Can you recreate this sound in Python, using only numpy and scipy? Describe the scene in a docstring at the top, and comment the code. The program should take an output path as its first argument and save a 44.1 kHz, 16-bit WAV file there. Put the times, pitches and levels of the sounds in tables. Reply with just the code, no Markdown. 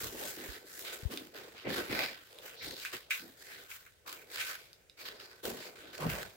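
"""Soles shuffle slowly over a gritty concrete floor in a bare basement; the listener is a phone in the hand.
Grit and cloth swish brightly as noise gated by thousands of tiny slips; weight shifts crunch lower down
with fewer, longer slips. Caught grit squeals as narrow noise, and single grains crack as short clicks
that ring and echo off the walls. Moving air rumbles at the two microphone ports as low noise,
fingers thump as sagging tones, and a faint, nearly steady hiss with some bass lies below."""
import sys
import numpy as np
from scipy import signal
from scipy.io import wavfile

SR = 44100
rng = np.random.default_rng(int(sys.argv[2]) if len(sys.argv) > 2 else 0)


def pcm_store(signal):
    """Save signal as 16-bit PCM."""
    levels = np.round(np.clip(np.atleast_2d(signal), -1, 1) * 32767)
    wavfile.write(sys.argv[1], SR, levels.astype(np.int16).T)


def ratio_of_db(decibels):
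    """Turn decibels (scalar or array-like) into linear amplitude factors; 0 dB maps to 1."""
    return 10 ** (np.asarray(decibels, float) / 20)


N = 280476   # length in samples

# how alike the noise is on the left and right: f/Hz, likeness (1 = same, 0 = unrelated)
LIKENESS = [(60, 0.036), (170, 0.98), (400, 0.66), (950, 0)]
# weight comes onto a sole: peak t/s, swell/s, time to fade 20 dB/s, crunch level/dB, centre f/Hz
TREADS = [(0.039, 0.075, 0.33, -48.5, 376), (0.15, 0.025, 0.28, -47.5, 347), (0.235, 0.041, 0.13, -47, 467),
          (0.378, 0.012, 0.25, -49, 310), (0.44, 0.014, 0.53, -54, 425), (0.888, 0.13, 0.5, -54.5, 445),
          (1.13, 0.042, 0.18, -45.5, 297), (1.356, 0.032, 0.64, -54.5, 417), (1.684, 0.04, 0.3, -41, 390),
          (1.711, 0.065, 0.04, -41, 202), (1.784, 0.04, 0.19, -43, 360), (1.91, 0.0175, 0.18, -42, 284),
          (2.012, 0.092, 0.13, -42.5, 535), (2.42, 0.15, 1.73, -60, 480), (2.681, 0.05, 0.17, -52, 350),
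          (2.955, 0.031, 0.03, -48.5, 373), (3.268, 0.087, 0.1, -56, 263), (3.635, 0.28, 0.07, -62, 418),
          (4.095, 0.046, 1, -60.5, 423), (4.461, 0.16, 0.23, -56.5, 510), (5.103, 0.161, 0.6, -58, 435),
          (5.47, 0.041, 0.18, -41.5, 400), (5.5, 0.036, 0.2, -51, 220), (5.658, 0.11, 0.9, -58.5, 447),
          (5.879, 0.094, 0.7, -59, 346), (6.04, 0.069, 0.2, -44.5, 460), (6.07, 0.07, 0.11, -40.5, 156),
          (6.188, 0.25, 0.154, -48, 526)]


def rms_one(x):
    """Scale a signal so that its average strength (rms) is 1."""
    return x / np.sqrt(np.mean(x ** 2) + 1e-20)


def at_hz(points, hz):
    """Read a table of (Hz, value) between its points, on a log-frequency axis."""
    table_hz, values = np.array(points).T
    return np.interp(np.log(hz), np.log(table_hz), values)


def band(x, low_hz, high_hz):
    """Keep only the range between two frequencies (Butterworth band-pass)."""
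    return signal.sosfilt(signal.butter(2, [low_hz, high_hz], "band", fs=SR, output="sos"), x)


def sides(left_right_db):
    """Gains of the left and right channel for a level difference between them."""
    return ratio_of_db(np.array([[.5], [-.5]]) * left_right_db)


def two_sides(mid, side, hz):
    """Mix two unrelated noises into left and right, as alike as the table asks at this frequency."""
    alike = np.clip(at_hz(LIKENESS, hz), -1, 1)
    return np.sqrt(1 + alike) * mid + np.sqrt(1 - alike) * side * [[1], [-1]]


def drift(rate_hz):
    """Slow random wandering with spread 1: noise smoothed twice, worked out at every 40th sample."""
    r = np.exp(-80 * np.pi * rate_hz / SR)
    noise = rng.standard_normal(N // 40 + 2002)
    slow = signal.lfilter([1], [1, -2 * r, r * r], noise)[2000:]   # skip the filter's start
    return np.interp(np.arange(N) / 40, np.arange(len(slow)), rms_one(slow))


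def grains(per_s, spread_db, length_s):
    """Envelope of many slips of uneven size, at random times, each dying away; rms 1."""
    sizes = ratio_of_db(spread_db * np.minimum(rng.exponential(1, N), 5))
    born = rng.random(N) < per_s / SR
    r = np.exp(-1 / (length_s * SR))
    return rms_one(signal.lfilter([1], [1, -r], sizes * born + 1e-18))


def strokes(rows):
    """Each stroke swells in an arch, then fades evenly in dB; powers add. One gain curve per level column."""
    t = np.arange(0, N + 64, 64) / SR   # every 64th sample
    power = 1e-12
    for peak_s, swell_s, fade_s, *levels_db in rows:
        after = t - peak_s
        arch = np.clip(1 - (after / swell_s) ** 2, 0, 1)
        fade = ratio_of_db(-20 * np.maximum(after, 0) / fade_s)
        shape = np.where(after < 0, arch, fade)
        power = power + (ratio_of_db(np.array(levels_db))[:, None] * shape) ** 2
    return [np.interp(np.arange(N) / SR, t, np.sqrt(p)) for p in power]


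def rubbing(spectrum, texture, patchy_db):
    """Third-octave bands of stereo noise gated by a texture; each band wanders, so the colour shifts."""
    # left-right balance: f/Hz, left minus right level/dB
    balance = [(500, 4), (1500, -3.5), (5000, 0), (9000, 5), (13000, -1)]
    edges = 40 * 2 ** np.arange(0, 8.8, 1 / 3)
    edges = edges[(edges > .9 * spectrum[0][0]) & (edges < 1.15 * spectrum[-1][0])]
    white = texture * rng.standard_normal((2, 2, N))
    out, power = 0, 0
    for k, (low, high) in enumerate(zip(edges, edges[1:])):
        mid, side = band(white[k % 2], low, high)   # neighbouring bands use different noise
        hz = np.sqrt(low * high)
        level = ratio_of_db(at_hz(spectrum, hz))
        gain = level * ratio_of_db(patchy_db * drift(5.2)) * sides(at_hz(balance, hz))
        out = out + gain * two_sides(mid, side, hz)
        power += level ** 2 * (high - low) * 4 / SR
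    return out / np.sqrt(power)   # expected strength without texture, wandering and balance: 1


def pitched(rows, fall_db, edges, texture):
    """Each stroke has its own centre frequency; band by band its noise falls away to both sides."""
    hz = np.sqrt(edges[1:] * edges[:-1])
    shaped = []
    for *timing, db, centre_hz in rows:
        octaves = np.log2(hz / centre_hz)
        slope_db = np.where(octaves < 0, fall_db[0], -fall_db[1])   # per octave: below, above
        share = hz * ratio_of_db(slope_db * octaves) ** 2   # wider bands hold more power
        shaped.append((*timing, *(db + 10 * np.log10(share / share.sum()))))
    white, out = rng.standard_normal((2, 2, N)), 0
    for k, gain in enumerate(strokes(shaped)):
        mid, side = rms_one(band(texture * white[k % 2], edges[k], edges[k + 1]))
        out = out + gain * two_sides(mid, side, hz[k])
    return out


def stillness():
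    """Nearly steady faint hiss with some bass: noise bands without slips, each wandering slightly."""
    # colour of the hiss: f/Hz, level per Hz/dB
    hiss = [(24, -52), (40, -9.5), (126, -10), (198, -28), (488, -12), (1010, -39), (1500, -19.5),
            (15800, -31.5)]
    return ratio_of_db(-69) * rubbing(hiss, texture=0.96, patchy_db=1.0)


def air_rumble():
    """Air shoves the ports in gusts and with every tread: lumpy low noise, partly shared by both ports."""
    # gusts: peak t/s, swell/s, level/dB
    gusts = [(0.05, 0.098, -51.5), (1.7, 0.05, -58), (1.93, 0.038, -52), (2.68, 0.073, -57),
             (6.12, 0.075, -46)]
    still_air_db, tread_rumble_db = -78, -16   # floor between shoves; rumble relative to the crunch
    gust_fade = 2.3   # time to fade 20 dB, in swells
    shoves = [(s, swell_s, gust_fade * swell_s, db) for s, swell_s, db in gusts]
    shoves += [(*timing, db + tread_rumble_db) for *timing, db, _ in TREADS]
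    rumble, = strokes(shoves)
    wander_db = 2.5 * np.array([drift(9), drift(9)])
    lumps = np.hypot(rumble, ratio_of_db(still_air_db)) * ratio_of_db(wander_db)
    own, shared = rng.standard_normal((2, N)), rng.standard_normal(N)
    return lumps * rms_one(band(own + 1.4 * shared, 42.0, 165))


def thumps():
    """Fingers thump the case: low tones that swell quickly and sag in pitch as they die."""
    # thumps: start t/s, level on the louder side before swell and fade/dB, starting f/Hz, ring/s,
    # left minus right level/dB
    thump_rows = [(0.486, -36.5, 77.5, 0.072, -24), (0.64, -41, 492, 0.026, 2.5),
                  (1.03, -27, 129, 0.018, 11), (1.053, -18, 93.5, 0.045, 37)]
    out = np.zeros((2, N))
    t = np.arange(round(.13 * SR)) / SR
    for s, peak_db, hz, ring_s, pan_db in thump_rows:
        cycles = hz * ring_s * (1 - np.exp(-t / ring_s))   # the pitch sinks evenly in octaves
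        swell = (1 - np.exp(-t / .004)) * np.exp(-(2.6 * t / ring_s) ** 2)
        gain = ratio_of_db(peak_db - abs(pan_db) / 2) * sides(pan_db)
        i = round(s * SR)
        out[:, i:i + len(t)] -= gain * swell * np.sin(2 * np.pi * cycles)
    return out


def basement(x):
    """Dense reflections off bare walls: dying noise of its own for each side."""
    t60_s = 0.19   # time for the echoes to die by 60 dB
    t = np.arange(round(.4 * SR)) / SR
    tail = rng.standard_normal((2, len(t))) * ratio_of_db(-60 * t / t60_s) * (t > .003)
    tail = tail / np.sqrt(np.sum(tail ** 2) / 2)
    return signal.fftconvolve(x, tail, axes=1)[:, :N]


def cracks():
    """A grain's click rings for a few cycles, bounces once and crushes on as dying noise around its pitch."""
    # single grains: t/s, peak level of the first click/dB, ring f/Hz, crush fade/s
    crack_rows = [(1.1742, -23.5, 3600, .002), (2.387, -37, 3300, .001), (2.8005, -37, 4500, .001),
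                  (2.8504, -26, 1700, .003), (2.856, -30, 2160, .012), (2.952, -34, 2500, .002),
                  (3.1073, -21.5, 2050, .024), (3.7145, -37.5, 2120, .008), (3.864, -46, 1600, .012),
                  (4.731, -39, 4600, .0008), (4.8975, -40, 3900, .0008), (5.200, -42, 3000, .002)]
    out = np.zeros((2, N))
    t = np.arange(round(.1 * SR)) / SR
    bursts = rng.standard_normal((len(crack_rows), 2, len(t)))
    for (s, peak_db, hz, crush_s), burst in zip(crack_rows, bursts):
        click = .5 * burst * np.exp(-t / .0005)
        ring = np.sin(2 * np.pi * hz * t) * np.exp(-t * hz / 2)
        crush = rms_one(band(burst, .75 * hz, 1.3 * hz)) * np.exp(-t / crush_s)
        crack = click + ring + .35 * crush
        crack = band(band(crack, 1400, 15000), 1400, 15000)   # twice, for steeper edges
        crack *= ratio_of_db(peak_db) * sides(-0.65) / np.max(np.abs(crack.mean(axis=0)))
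        for bounce_s, share in (0, 1), (.0008, .5):
            i = round((s + bounce_s) * SR)
            out[:, i:i + len(t)] += share * crack
    return out


def squeals(texture):
    """Grit caught under a sole sings in a narrow range: noise that falls away steeply around its centre."""
    # squeals: peak t/s, swell/s, level/dB, centre f/Hz
    squeal_rows = [(1.672, 0.035, -46.5, 2140), (1.925, 0.034, -44.5, 2090), (2.636, 0.038, -50, 2090),
                   (2.669, 0.12, -48.5, 4130), (3.52, 0.06, -55, 2040), (4.09, 0.04, -55, 1110),
                   (4.43, 0.063, -43.5, 2340), (6.04, 0.044, -44, 1100)]
    fade = 2.8   # time to fade 20 dB, in swells
    rows = [(s, swell_s, fade * swell_s, db, hz) for s, swell_s, db, hz in squeal_rows]
    fall_db = 25, 27   # per octave below and above the centre
    return pitched(rows, fall_db, np.geomspace(800, 6000, 19), texture)


def crunch():
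    """Loaded soles: fewer, longer slips than a swish, each tread with its own low centre frequency."""
    texture = grains(per_s=1200, spread_db=3.0, length_s=.005)
    fall_db = 15.5, 12   # per octave below and above the centre
    return pitched(TREADS, fall_db, np.geomspace(100, 1300, 15), texture)


def swish():
    """Dense short slips and scattered larger grains: grit rasps and sings mid-range, cloth rustles above."""
    # soles drag grit, cloth moves along: peak t/s, swell/s, time to fade 20 dB/s,
    # rasp level/dB, rustle level/dB
    scuffs = [(0.043, 0.074, 0.221, -45.0, -43.0), (0.293, 0.186, 0.184, -46.0, -43.0),
              (0.452, 0.11, 0.238, -49.0, -51.0), (0.555, 0.093, 0.079, -50.0, -53.0),
              (0.83, 0.192, 0.404, -54.0, -48.5), (0.877, 0.038, 0.24, -44.5, -53.0),
              (0.937, 0.015, 0.055, -47.0, -43.0), (1.118, 0.018, 0.2, -47.0, -49.0),
              (1.366, 0.03, 0.29, -50.0, -56.0), (1.589, 0.048, 0.361, -52.0, -66.0),
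              (1.773, 0.1, 0.19, -38.0, -46.0), (1.908, 0.017, 0.189, -44.0, -51.5),
              (2.035, 0.155, 0.15, -37.5, -46.5), (2.386, 0.292, 0.6, -60.5, -63.5),
              (2.47, 0.06, 0.19, -51.0, -53.5), (2.66, 0.045, 0.2, -50.0, -47.5),
              (2.862, 0.109, 0.196, -48.5, -50.5), (2.933, 0.008, 0.08, -41, -43),
              (3.118, 0.019, 0.15, -43.5, -41), (3.22, 0.06, 0.3, -58, -60),
              (3.43, 0.07, 0.37, -56.5, -55.5), (3.554, 0.135, 0.386, -54.5, -57.5),
              (3.729, 0.041, 0.156, -51.5, -50.0), (4.094, 0.035, 0.21, -49.0, -50.5),
              (4.41, 0.09, 0.23, -40, -44.5), (4.51, 0.233, 0.07, -44.0, -44.5),
              (5.01, 0.042, 0.2, -50.5, -56.0), (5.059, 0.013, 0.139, -43.5, -52.5),
              (5.21, 0.02, 0.326, -53.5, -59.5), (5.47, 0.042, 0.14, -43.0, -42.0),
              (5.671, 0.133, 0.107, -48.0, -54.0), (5.789, 0.045, 0.6, -54.0, -61.5),
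              (5.944, 0.018, 0.168, -48.5, -54.5), (6.028, 0.036, 0.237, -45.5, -49.5),
              (6.1, 0.008, 0.215, -41.5, -45.0), (6.222, 0.204, 0.081, -46.0, -51.5)]
    # colour of the grit: f/Hz, level per Hz/dB
    rasp_colour = [(850, -11.5), (1200, -3), (1600, 1.5), (2500, -1.5), (4500, -3.5), (6500, -25)]
    # colour of the cloth: f/Hz, level per Hz/dB
    cloth_colour = [(2500, -25.5), (5000, -4), (8000, -2), (9300, -6.5), (12000, -4), (15800, 0)]
    rasp, rustle = strokes(scuffs)
    slips = grains(per_s=5000, spread_db=2.0, length_s=.002)
    larger = grains(per_s=70, spread_db=3.5, length_s=.0014)
    texture = rms_one(slips + .26 * larger)
    grit = rasp * rubbing(rasp_colour, texture, patchy_db=2.5)
    cloth = rustle * rubbing(cloth_colour, texture, patchy_db=1.5)
    return grit + squeals(texture) + cloth


def scene():
    """Add the still background, the ports, the cracks with their echoes, and the shuffling soles."""
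    background = stillness() + air_rumble() + thumps()
    grit = cracks()
    echoes = ratio_of_db(-5.5) * basement(grit)
    return background + grit + echoes + crunch() + swish()


def band_limit(x):
    """A steep low-pass at the top of the band."""
    return signal.sosfilt(signal.butter(12, 16790, fs=SR, output="sos"), x)


def record(dry):
    """A narrow resonance near the microphones stands out of the broad sound; the top is cut."""
    # resonance that colours all sound: f/Hz, width/Hz, boost/dB
    body = [(1521, 40, 7.5)]
    out = dry
    for hz, width_hz, db in body:
        r = np.exp(-np.pi * width_hz / SR)
        rise = [(1 - r * r) / 2, 0, (r * r - 1) / 2]
        ring = [1, -2 * r * np.cos(2 * np.pi * hz / SR), r * r]
        out = out + (ratio_of_db(db) - 1) * signal.lfilter(rise, ring, dry)
    top_cut = signal.ellip(10, .5, 70, 15850, fs=SR, output="sos")   # steep low-pass, 15850 Hz
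    return band_limit(signal.sosfilt(top_cut, out))


dry = scene()
out = record(dry)
pcm_store(out)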